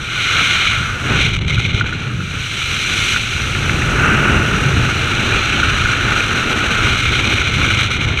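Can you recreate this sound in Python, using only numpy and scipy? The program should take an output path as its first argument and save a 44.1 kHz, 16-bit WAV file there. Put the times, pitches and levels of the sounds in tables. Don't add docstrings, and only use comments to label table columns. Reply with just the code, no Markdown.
import sys
import numpy as np
from scipy import signal
from scipy.fft import rfft, irfft, next_fast_len
from scipy.io import wavfile
from scipy.ndimage import uniform_filter1d, map_coordinates

SR = 44100
rng = np.random.default_rng(int(sys.argv[2]) if len(sys.argv) > 2 else 0)


def wrap_up_sound(samples):
    columns = np.atleast_2d(samples).T
    tamed = np.clip(columns, -1, 1)
    steps = np.round(tamed * 32767).astype(np.int16)
    wavfile.write(sys.argv[1], SR, steps)


N = 361619
TIME = np.arange(N) / SR
FREQ = np.maximum(np.arange(N // 2 + 1) * SR / N, 1)

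# [f/Hz, relative level/dB]
BUFFET_COLOUR = [(10, -28), (25, -3), (45, -1.5), (75, 2.5), (110, 4), (150, -1.5), (185, -10),
                 (240, -13.5), (360, -19), (520, -30.5), (1000, -51), (4000, -100)]
CHURN_COLOUR = [(80, -14.5), (215, 4), (290, 1), (380, 1.5), (500, -5), (720, -9.5), (840, -6.5),
                (970, -10.5), (1900, -9), (2800, -4.5), (4500, -47), (12000, -80)]
HOLLOW_COLOUR = [(500, -18), (1000, -20.5), (1170, -9), (1320, -1), (1460, 1), (1680, -9), (2000, -14.5),
                 (2550, -10.5), (3000, -16), (3500, -38), (4500, -51), (12000, -75)]
HISS_COLOUR = [(300, -21), (600, -39), (1000, -22), (1400, -9.5), (1930, -7.5), (2130, -3.5), (2700, 0),
               (2920, 0), (3300, -3), (4100, -4.5), (4500, -21.5), (5400, -29.5), (6700, -23.5),
               (7500, -31), (15000, -71)]
SPRAY_COLOUR = [(2500, -50), (4500, -3), (6000, 1), (7700, -1), (9000, -4), (10100, -7), (12000, -10.5),
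                (13800, -17.5), (15300, -19)]
# [f/Hz, width at half lift/Hz, lift/dB]
SLOT_RESONANCES = [(2140, 62, 6), (2353, 240, 6), (4080, 380, 1.5), (5913, 690, 9.5), (6530, 350, 4),
                   (8200, 560, 4.5), (10900, 430, 3)]
# [f/Hz, width at half lift/Hz, lift/dB]
GAP_RESONANCES = [(1700, 290, -25), (2153, 360, 3.5), (2676, 150, -15.5), (4600, 910, -5.5),
                  (7160, 1000, -5)]

# [t/s, rate/Hz]
SHEDDING_RATE = [(0, 119.6), (1.6, 117.6), (2.2, 144.9), (2.6, 113.8), (3.5, 111.8), (4.15, 136.3),
                 (4.8, 119.9), (5.4, 99.8), (8.2, 110.5)]
# [t/s, level/dB]
BUFFET_LEVEL_CURVE = [(0.0, -27), (0.25, -30.5), (0.7, -23.5), (1.0, -26), (1.12, -17), (1.6, -18.5),
                      (1.78, -19.5), (1.9, -24), (2.25, -27.5), (2.45, -28), (3.25, -26.5), (3.75, -17),
                      (4.5, -18.5), (4.8, -14.5), (5.05, -19.5), (6.6, -24), (6.8, -20), (8.2, -20.5)]
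# [t/s, level/dB]
CHURN_LEVEL_CURVE = [(0.0, -38.5), (0.66, -34), (0.86, -40), (1.13, -19.5), (1.3, -32), (1.97, -32.5),
                     (2.2, -42), (3.12, -29.5), (3.25, -34), (4.1, -19), (5.05, -26), (5.27, -22),
                     (5.9, -27.5), (6.55, -22), (7.1, -29.5), (7.27, -22), (7.42, -27), (8.2, -27.5)]
# [t/s, ring level/dB]
HOLLOW_LEVEL_CURVE = [(0.0, -30), (0.35, -21), (0.72, -21), (0.96, -26), (1.13, -19.5), (1.34, -31),
                      (1.78, -30.5), (2.25, -33.5), (3.12, -26.5), (3.22, -31), (3.82, -24.5),
                      (4.07, -16.5), (4.45, -22), (5.1, -23), (5.45, -20), (6.8, -20.5), (6.92, -23),
                      (8.2, -25)]
# [t/s, hiss level/dB, fine spray level/dB]
RUSH_LEVELS = [(0.0, -29.5, -48), (0.22, -17.5, -41), (0.45, -15, -36.5), (0.68, -16, -41.5),
               (0.98, -30.5, -44.5), (1.22, -14.5, -42), (1.33, -22, -49.5), (1.8, -18.5, -49),
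               (1.84, -25, -54), (2.13, -33, -51), (2.5, -23, -41.5), (3.14, -16.5, -33.5),
               (3.19, -21.5, -40), (4.15, -27.5, -39.5), (5.5, -19.5, -41), (6.55, -22.5, -40),
               (6.95, -18.5, -41), (8.2, -18, -42)]
# [t/s, flutter depth/dB before each layer's share, whistly share 0-1]
FLUTTER_CURVES = [(0, 0.6, 0.5), (1.2, 0.5, 0.4), (1.4, 4.5, 0.9), (1.8, 2.5, 1), (2.0, 1.1, 0),
                  (2.5, -1, 0.15), (3.8, 0.37, 0), (6.7, 1.5, 0.06), (7.0, 1.4, 0.69), (7.5, 2, 0.61),
                  (8.2, 2, 0.96)]

# [t/s, length at half lift/s, lift of the rumble/dB]
THUMP_EVENTS = [(0.81, 0.045, 5.5), (1.575, 0.029, 7.5), (1.655, 0.015, 6), (1.75, 0.036, 3.5),
                (2.2, 0.13, 7.5), (3.0, 0.08, 4), (3.13, 0.05, 6), (4.76, 0.1, 1), (5.82, 0.075, 5.5),
                (6.08, 0.064, 3.5), (7.59, 0.059, 5.5), (7.99, 0.025, 4), (8.075, 0.035, 5)]
# [t/s, length at half dip/s, dip/dB before spray share]
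DROPOUT_EVENTS = [(1.405, 0.032, 8), (1.448, 0.029, 7), (1.525, 0.015, 2), (1.71, 0.04, 5),
                  (1.83, 0.028, 6), (7.45, 0.035, 3), (7.505, 0.023, 2), (7.89, 0.025, 4.5),
                  (7.99, 0.033, 7), (8.065, 0.016, 5.5), (8.135, 0.072, 6.5)]
# [t/s, ring peak/dB before trim, crack relative to ring/dB]
POP_EVENTS = [(1.578, -12, -11), (1.81, -3.5, -16), (1.925, -14, -10), (2.205, -16, -7), (3.143, -12, -6),
              (3.1608, -5, -4), (3.549, -18, 7), (3.694, -13, 6.5), (3.819, -16.5, 12), (4.42, -7.5, -15),
              (5.631, -3, -16), (5.857, -4, -9), (5.934, -15.5, 7), (6.205, -14, 6.5), (7.415, -9, -6),
              (7.705, -9.5, -5)]

BUFFET_CENTRE_HZ = 110
SURGE_DB, SURGES_PER_S = 1.32, 11
CRACK_S = 0.0055
SPRAY_DIP = 2.4
TOP_HZ = 15100


def undb(db):
    return 10 ** (np.asarray(db) / 20)


def unit(x):
    return x / np.sqrt(np.mean(x ** 2))


def shape(x, gain):
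    size = next_fast_len(N, True)
    hz = np.arange(size // 2 + 1) * SR / size
    spectrum = rfft(x, size) * np.interp(hz, FREQ, gain)
    return unit(irfft(spectrum, size)[:N])


def colour(points):
    hz, db = np.transpose(points)
    return undb(np.interp(np.log(FREQ), np.log(hz), db))


def resonances(table):
    return undb(sum(db * 2 ** -(2 * (FREQ - hz) / width) ** 2 for hz, width, db in table))


def curves(table):
    s, *columns = np.transpose(table)
    return [np.interp(TIME, s, column) for column in columns]


def swells(table):
    return sum(db * 2 ** -(2 * (TIME - s) / length) ** 2 for s, length, db in table)


def walk(rate):
    steps = rng.standard_normal(N // 16)
    place = TIME * rate
    k = place.astype(int)
    ease = np.sin(np.pi / 2 * (place - k)) ** 2
    return unit(steps[k] * (1 - ease) + steps[k + 1] * ease)


def turbulence(burst_db, rate):
    return rng.standard_normal(N) * undb(burst_db * walk(rate))


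def flutter(pressure, depth_db, lag_s):
    pumped = np.interp(TIME - lag_s, TIME, pressure)
    push = 0.6 * pumped + 1.2 * walk(120) + 0.32 * walk(24)
    swing_db = depth_db * unit(np.tanh(push))
    return swing_db - depth_db ** 2 * np.log(10) / 20


def duck_before_pops(lead_s, length_s, depth):
    dips = sum(undb(db) * np.exp(-((TIME - s + lead_s) / length_s) ** 2) for s, db, _ in POP_EVENTS)
    return 1 / (1 + depth * dips)


def buffet():
    swings = shape(rng.standard_normal(N), colour(BUFFET_COLOUR))
    shedding_hz, = curves(SHEDDING_RATE)
    place = np.cumsum(shedding_hz / BUFFET_CENTRE_HZ)
    swings = map_coordinates(swings, [place], order=3, mode="mirror")
    mean_power = uniform_filter1d(swings ** 2, size=2200)
    strength = np.sqrt(np.abs(mean_power) + 1e-9)
    return unit(swings / strength ** 0.23)


def churn():
    return shape(turbulence(burst_db=1.5, rate=150), colour(CHURN_COLOUR))


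def hollow():
    return shape(turbulence(burst_db=2.0, rate=350), colour(HOLLOW_COLOUR))


def pops(rise_s, ring_hz, width_hz, gain_db):
    out = np.zeros(N)
    age = np.arange(SR // 40) / SR
    swell = (1 - np.exp(-(age / rise_s) ** 2)) * np.exp(-np.pi * width_hz * age)
    swell /= swell.max()
    ring = np.sin(2 * np.pi * ring_hz * age)
    crack_band = signal.butter(4, [1500, 2800], "bandpass", fs=SR, output="sos")
    for s, db, crack_db in POP_EVENTS:
        noise = unit(signal.sosfilt(crack_band, rng.standard_normal(len(age))))
        crack = noise * np.exp(-age / CRACK_S)
        start = int(s * SR)
        out[start:start + len(age)] += undb(db + gain_db) * swell * (ring + undb(crack_db) * crack)
    return out


def hiss(hiss_db, spray_db, whistle):
    shear = turbulence(burst_db=0.62, rate=260)
    housing = resonances(SLOT_RESONANCES)
    plain = shape(shear, colour(HISS_COLOUR) * housing)
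    whistly = shape(shear, colour(HISS_COLOUR) * housing * resonances(GAP_RESONANCES))
    spray = shape(shear, colour(SPRAY_COLOUR) * housing)
    blend = (1 - whistle) * plain + whistle * whistly
    return undb(hiss_db) * blend + undb(spray_db + 3.0) * spray


def scene():
    hiss_db, spray_db = curves(RUSH_LEVELS)
    buffet_db, = curves(BUFFET_LEVEL_CURVE)
    churn_db, = curves(CHURN_LEVEL_CURVE)
    hollow_db, = curves(HOLLOW_LEVEL_CURVE)
    depth_db, whistle = curves(FLUTTER_CURVES)
    dip_db = swells(DROPOUT_EVENTS)

    pressure = buffet()
    flutter_db = flutter(pressure, depth_db, lag_s=0.0019)
    surge_db = SURGE_DB * walk(SURGES_PER_S)

    rumble = pressure * undb(buffet_db + swells(THUMP_EVENTS) + surge_db)
    roar = churn() * undb(churn_db + 0.5 * flutter_db + 0.74 * surge_db + 0.85)
    ring = hollow() * undb(hollow_db + 0.78 * flutter_db + 0.65 * surge_db - dip_db + 1.24)
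    rush_db = hiss_db + flutter_db - dip_db
    fine_db = spray_db + 1.3 * flutter_db - SPRAY_DIP * dip_db
    rush = hiss(rush_db, fine_db, np.clip(whistle, 0, 1))
    slaps = pops(rise_s=0.0012, ring_hz=1445, width_hz=89, gain_db=-1.0)

    duck_gain = duck_before_pops(lead_s=0.0076, length_s=0.0081, depth=0.5)
    return (rumble + duck_gain * (roar + ring + rush) + slaps)[None]


def record(dry):
    ceiling = 1.0
    rounded = dry / (1 + (dry / ceiling) ** 6) ** (1 / 6)
    low_pass = signal.ellip(10, .2, 80, TOP_HZ, fs=SR, output="sos")
    return signal.sosfilt(low_pass, rounded)


dry = scene()
out = record(dry)
wrap_up_sound(out)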